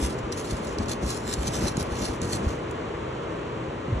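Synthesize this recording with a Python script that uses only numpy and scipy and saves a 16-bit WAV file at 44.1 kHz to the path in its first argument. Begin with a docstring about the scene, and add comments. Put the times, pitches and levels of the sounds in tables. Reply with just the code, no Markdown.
"""Scratching inside a cardboard box

Close up, fingertips scratch and rub the inner wall in quick strokes, slipping over paper fibres.
Nails tick, fingertips knock, and the pushed wall thuds softly. The scratching stops after two and a
half seconds; a steady room hum goes on, and the box is bumped once more near the end."""
import sys
import numpy as np
from scipy import signal
from scipy.fft import rfft, irfft, next_fast_len
from scipy.io import wavfile
from scipy.ndimage import map_coordinates

SR = 44100
rng = np.random.default_rng(int(sys.argv[2]) if len(sys.argv) > 2 else 0)


def to_wav(s):
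    """Save 16-bit WAV."""
    ch = np.atleast_2d(s).T  # columns
    pcm = np.round(np.clip(ch, -1, 1) * 32767)  # PCM
    wavfile.write(sys.argv[1], SR, pcm.astype(np.int16))


N = 4 * SR


def amp(db):
    """Decibels to gain."""
    return 10 ** (np.asarray(db) / 20)


def unit(x):
    """Scale to rms 1."""
    return x / np.sqrt(np.mean(x ** 2) + 1e-20)


def along(points, hz):
    """Read a curve of (Hz, value) points on a log frequency axis."""
    freqs, values = np.transpose(points)
    return np.interp(np.log(hz + 1), np.log(freqs + 1), values)


def bell(hz, centre, width):
    """The shape of a resonant peak, 1 at its centre."""
    return 1 / (1 + (2 * (hz - centre) / width) ** 2)


def wobble(rate):
    """A smooth random curve, with rate knots a second."""
    knots = rng.standard_normal(int(N * rate / SR) + 4)
    return map_coordinates(knots, [np.arange(N) * rate / SR])


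def filtered(x, response):
    """Filter x by a complex gain given as a function of Hz."""
    n = x.shape[-1]
    padded = next_fast_len(n + SR // 8)
    return irfft(rfft(x, padded) * response(np.fft.rfftfreq(padded, 1 / SR)), padded)[..., :n]


def coloured(x, spectrum):
    """Shape x with an EQ curve of (Hz, dB) points, then scale to rms 1."""
    return unit(filtered(x, lambda hz: amp(along(spectrum, hz))))


def noise(spectrum):
    """Two unrelated noises of one colour."""
    return coloured(rng.standard_normal((2, N)), spectrum)


# The dark colour of the room tone. Each row: frequency in Hz, relative level in dB.
ROOM_COLOUR = [(20, -98), (35, -72), (55, -61), (125, -58.5), (155, -64.5), (195, -63.5), (260, -63),
               (330, -57), (430, -58.5), (560, -60.5), (730, -66), (1100, -64.5), (1500, -72.5),
               (2000, -75), (3000, -78.5), (4000, -86.5), (5200, -93.5), (8200, -93.5), (9200, -104),
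               (10500, -111), (12000, -140)]


def room(level_db=-33, waver_db=0.65):
    """A steady low bed of moving air, like a fan's."""
    return amp(level_db - waver_db * wobble(5)) * noise(ROOM_COLOUR)


# Faint tones in the room. Each row: pitch in Hz, average rms level in dB.
HUM_TONES = [(129, -46.5), (161.5, -48), (323, -48.5), (388, -51), (423, -48), (474, -48.5)]


def hum(waver_db=2, drift_rad=1):
    """Low tones within the room tone, each wavering in level and phase."""
    out, t = np.zeros(N), np.arange(N) / SR
    for hz, db in HUM_TONES:
        envelope = np.sqrt(2) * amp(db + waver_db * wobble(5.76))
        out += envelope * np.sin(2 * np.pi * hz * t + drift_rad * wobble(12))
    return out


# The hand's weight on the wall, as a fader ride. Each row: time in seconds, rubbing level in dB.
HAND_PRESSURE = [(0, -30), (.15, -38), (.42, -37.5), (.54, -38), (.75, -35), (.92, -35), (.99, -36.5),
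                 (1.08, -34), (1.24, -38.5), (1.46, -30.5), (1.66, -28.5), (1.73, -38.5), (1.81, -35),
                 (1.89, -38.5), (2.03, -30), (2.17, -38.5), (2.36, -32), (2.8, -45.5)]
# The dull colour of the rub. Each row: frequency in Hz, relative level in dB.
RUB_COLOUR = [(25, -18), (55, 5), (110, 2), (150, -6), (220, 5.5), (320, -1.5), (420, -14.5), (600, -9),
              (800, -9.5), (1200, -19.5), (2000, -23.5), (4000, -28.5), (9000, -29.5), (13000, -70)]


def rubbing(judder_db=2):
    """The finger pads drag on the wall, which murmurs with the pressure."""
    level_db = np.interp(np.arange(N) / SR, *np.transpose(HAND_PRESSURE))
    return amp(level_db) * unit(noise(RUB_COLOUR) * amp(judder_db * wobble(40.15)))


# Soft pushes on the wall. Each row: start in seconds, peak level in dB, pitch in Hz, rise in seconds.
WALL_PUSHES = [(.008, -21, 61.6, 0.036), (0.227, -29, 58.7, 0.016), (0.522, -22, 65.5, 0.016),
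               (0.779, -34, 76, 0.016), (1.024, -22.5, 64, 0.026), (1.367, -23, 60.4, 0.031),
               (1.62, -40, 121, 0.0061), (1.630, -28, 69.4, 0.017), (1.803, -28, 96, 0.019),
               (1.916, -25.5, 70.4, .014), (2.08, -26.5, 65, 0.02), (2.237, -24, 114, 0.0091),
               (2.34, -26.5, 99, 0.024), (2.459, -16, 71, 0.013), (3.862, -30, 125, 0.037),
               (3.918, -15.5, 108, 0.012), (3.931, -23, 61, 0.031)]


def thuds(tightness=3.8):
    """The pushed wall swings for a few cycles, gathered tightly around the peak."""
    out, t = np.zeros(N + SR), np.arange(SR // 4) / SR
    for start, db, hz, rise in WALL_PUSHES:
        swell = (t / rise * np.exp(1 - t / rise)) ** tightness
        out[round(start * SR):][:len(t)] += amp(db) * swell * np.sin(2 * np.pi * hz * t)
    return out[:N]


# The bright colour of scratched paper. Each row: frequency in Hz, relative level in dB.
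PAPER_COLOUR = [(300, -20), (1000, -1.5), (2200, -4), (3300, -2), (4000, -3), (5300, 2.5), (7000, 0),
                (9300, 1), (10600, -2.5), (12000, -16.5), (13300, -25), (15500, -44)]


def fibre_clicks(per_second, spread_db):
    """Paper fibres let go at random, each with a tiny click of uneven size."""
    impulses = (rng.random(N) < per_second / SR) * rng.choice([-1, 1], (2, N))
    return coloured(impulses * amp(spread_db * rng.standard_normal(N)), PAPER_COLOUR)


def paper_grain(hiss_share=0.61, snap_db=-4, chatter_db=1.5, catch_db=1.5):
    """Fingertips slip and hiss over the paper while fibres snap under the nails."""
    slips = np.sqrt(1 - hiss_share) * fibre_clicks(per_second=2500, spread_db=0.5)
    hiss = np.sqrt(hiss_share) * noise(PAPER_COLOUR)
    snaps = amp(snap_db) * fibre_clicks(per_second=170, spread_db=2)
    # Fast chatter, and slower catching on the ribs of the board.
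    roughness = amp(chatter_db * wobble(220) + catch_db * wobble(65))
    return (slips + hiss + snaps) * roughness


# Bright resonances of the scratched board. Each row: centre in Hz, width in Hz, boost in dB.
BOARD_PEAKS = [(2750, 400, 1), (3550, 180, 5), (4200, 320, 8), (6160, 320, 3), (7500, 500, 3)]


def stroke_colour(grain, stroke_db, detune=0.014, ripple_db=4, ripple_step_hz=150):
    """Each spot shifts the board's resonances and adds its own ripple; harder strokes are brighter."""
    knots = rng.uniform(-1, 1, 1024)
    shift = rng.normal(1, detune)
    brightness_db = 0.13 * (stroke_db + 37)  # no tilt for a usual stroke of -37 dB

    def response(hz):
        resonances = sum(db * bell(hz * shift, centre, width) for centre, width, db in BOARD_PEAKS)
        ripple = ripple_db * np.interp(hz / ripple_step_hz, np.arange(len(knots)), knots)
        treble = brightness_db * np.minimum(hz / 10100, 2) ** 2
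        return amp(resonances + ripple + treble)
    return filtered(grain, response)


def box_echoes(x, t60_s=0.017, wet_db=-3):
    """Short dense echoes between the walls sound hollow, different for each place of the hand."""
    t = np.arange(SR // 10) / SR
    tail = rng.standard_normal((2, len(t))) * amp(-60 * t / t60_s)
    wet = signal.fftconvolve(x, tail / np.linalg.norm(tail[0]), axes=1)[:, :x.shape[-1]]
    return (x + amp(wet_db) * wet) / np.hypot(1, amp(wet_db))


# Finger strokes. Each row: fastest moment in seconds, rise and fall in seconds, peak level in dB.
FINGER_STROKES = [(.05, 0.076, 0.036, -33), (.105, .02, 0.038, -40.5), (.19, 0.013, 0.0083, -42.5),
                  (0.327, 0.0053, 0.018, -34.5), (.384, 0.022, 0.037, -35.5), (.461, 0.031, 0.017, -41),
                  (.507, 0.042, 0.051, -37), (.572, 0.011, 0.021, -41.5), (.648, 0.034, .02, -42),
                  (.68, 0.015, 0.077, -44), (.83, 0.028, 0.017, -44.5), (.897, 0.012, 0.0077, -29.5),
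                  (0.92, 0.019, 0.021, -29), (1.037, 0.018, .025, -42), (1.1, 0.04, 0.038, -30),
                  (1.17, 0.09, 0.05, -38.5), (1.326, 0.055, 0.023, -30.5), (1.432, 0.071, 0.011, -40.5),
                  (1.481, 0.041, 0.015, -31.5), (1.563, 0.053, 0.051, -33), (1.64, 0.048, 0.06, -36),
                  (1.682, 0.033, 0.03, -33), (1.805, 0.03, 0.029, -32.5), (1.865, 0.02, 0.025, -46.5),
                  (1.96, 0.062, 0.039, -40), (2.02, 0.041, 0.034, -33), (2.06, 0.037, 0.037, -32.5),
                  (2.14, 0.045, 0.043, -43.5), (2.236, 0.017, 0.055, -38), (2.338, 0.046, 0.04, -31),
                  (2.49, 0.051, 0.078, -44.5)]


def scratching(edge_db=12, curvature=1.2):
    """Each stroke swells and fades with the finger's speed, edge_db down at its rise and fall times."""
    out, t = np.zeros((2, N)), np.arange(N) / SR
    grain = paper_grain()
    for peak_time, rise, fall, db in FINGER_STROKES:
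        near = np.abs(t - peak_time) < 0.35
        offset = t[near] - peak_time
        from_peak = np.abs(offset / np.where(offset < 0, rise, fall))
        envelope = amp(db - edge_db * from_peak ** curvature)
        fresh_grain = np.roll(grain, rng.integers(N), axis=1)[:, near]
        out[:, near] += box_echoes(envelope * unit(stroke_colour(fresh_grain, db)))
    return out


# The wall's low modes. Each row: pitch in Hz, relative level in dB, seconds to fade by 60 dB.
WALL_MODES = [(157, -7, 0.11), (201, -4, 0.11), (245.4, -2, 0.048), (307, -3, 0.041), (375, -3.5, 0.027),
              (530, -6, 0.026)]
# Fingertips knocking on the wall. Each row: start in seconds, level in dB.
FINGER_KNOCKS = [(.028, -22.5), (.523, -21.5), (1.029, -22.5), (1.382, -24), (1.488, -23), (1.6246, -17),
                 (1.65, -36), (1.67, -29), (1.778, -20), (1.816, -27), (2.224, -24.5), (2.25, -29),
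                 (2.352, -25.5), (2.403, -28), (2.473, -26), (3.882, -23.5), (3.939, -29), (3.973, -24.5)]


def knocks(attack_s=0.001, detune=0.03, spread_db=0.78):
    """Each fingertip rings the wall's hollow modes, a little differently every time."""
    out, t = np.zeros(N + SR), np.arange(SR // 4) / SR
    attack = 1 - np.exp(-t / attack_s)
    for start, db in FINGER_KNOCKS:
        ring = np.zeros(len(t))
        for hz, mode_db, t60 in WALL_MODES:
            decay = amp(mode_db + rng.normal(0, spread_db) - 60 * t / t60)
            ring += decay * np.sin(2 * np.pi * hz * rng.normal(1, detune) * t)
        out[round(start * SR):][:len(t)] += amp(db) * ring * attack
    return out[:N]


# The crisp colour of a nail tick. Each row: frequency in Hz, relative level in dB.
NAIL_COLOUR = [(500, -6), (2500, -6), (4200, 7), (6200, -1.5), (10000, 6.5), (12000, -22), (15000, -42)]
# Ticks and snags. 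Each row: start in seconds, level in dB, resonance in Hz, seconds to fade by 60 dB.
NAIL_TICKS = [(.3195, -36, 6460, 0.019), (0.324, -27.5, 5800, 0.019), (.3747, -37, 6500, .02),
              (0.508, -34, 5800, .03), (0.649, -35, 6500, 0.0099), (.671, -35.5, 6000, 0.021),
              (.727, -42, 6000, 0.015), (0.785, -29, 5300, 0.022), (0.859, -37, 5800, 0.018),
              (0.884, -33, 6460, 0.022), (1.0247, -41.5, 2620, 0.022), (1.104, -24, 6540, .018),
              (1.2685, -38, 7040, .014), (1.338, -20, 6500, 0.017), (1.387, -40, 6000, .018),
              (1.4855, -30, 7000, .018), (1.619, -33.5, 5960, 0.024), (1.6845, -26, 7740, 0.015),
              (1.7697, -23.5, 6800, 0.013), (1.8274, -24.5, 8940, 0.0068), (2.217, -26, 6540, 0.013),
              (2.369, -31, 6000, 0.021), (2.7113, -40, 7500, 0.019)]


def nails(boost_db=12, width_hz=2500):
    """A nail lands or snaps free: a short burst, coloured by the resonance of the spot it meets."""
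    out, t = np.zeros((2, N + SR)), np.arange(SR // 10) / SR
    for start, db, centre, t60 in NAIL_TICKS:
        colour = lambda hz: amp(along(NAIL_COLOUR, hz) + boost_db * bell(hz, centre, width_hz))
        burst = unit(filtered(rng.standard_normal((2, len(t))), colour))
        out[:, round(start * SR):][:, :len(t)] += box_echoes(burst * amp(db - 60 * t / t60))
    return out[:, :N]


# How alike the two microphone ports sound. Each row: frequency in Hz, likeness from 0 to 1.
PORT_LIKENESS = [(100, .985), (300, .93), (480, .45), (680, .6), (900, .25), (1200, .68), (1850, .78),
                 (2600, .2), (3500, .2), (4200, .62), (5300, .75), (5900, .95), (7200, .82), (8300, .88),
                 (9000, .99), (9600, .98), (11000, .75), (12500, .95)]
# Phase between the ports. Each row: frequency in Hz, lead of left over right in radians.
PORT_LEAD = [(350, 0), (500, -.7), (780, -2), (1200, -1.5), (1700, 0), (2250, 0), (2850, -1.3), (3500, .5),
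             (4150, 1), (4850, 3.1), (5700, 6.2), (6250, 6.4), (7000, 7.4), (8000, 8.5), (8700, 9.35),
             (9550, 9.5), (9900, 10.1), (11800, 12.5)]
# Balance between the ports. Each row: frequency in Hz, left minus right in dB.
PORT_BALANCE = [(130, 2), (330, 2), (700, 0.3), (3000, 0.3), (5000, -1)]


def microphone_ports(pair):
    """Two unrelated signals become left and right: partly alike, offset in phase and level."""
    def width(hz):
        angle = np.arccos(np.clip(along(PORT_LIKENESS, hz), 0, 0.999)) / 2
        return np.array([np.cos(angle), np.sin(angle)])

    def placement(hz):
        left = amp(along(PORT_BALANCE, hz) / 2) * np.exp(0.5j * along(PORT_LEAD, hz))
        return np.array([left, 1 / left])
    mid, side = filtered(pair, width)
    return filtered(np.array([mid + side, mid - side]), placement)


def scene():
    """Air, friction and ticks spread in stereo; thuds, knocks and hum sit in the centre."""
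    wide = microphone_ports(room() + rubbing() + scratching() + nails())
    return wide + thuds() + knocks() + hum()


def record(dry):
    """A brick-wall high cut at 15.7 kHz."""
    return filtered(dry, lambda hz: hz < 15700)


dry = scene()
out = record(dry)
to_wav(out)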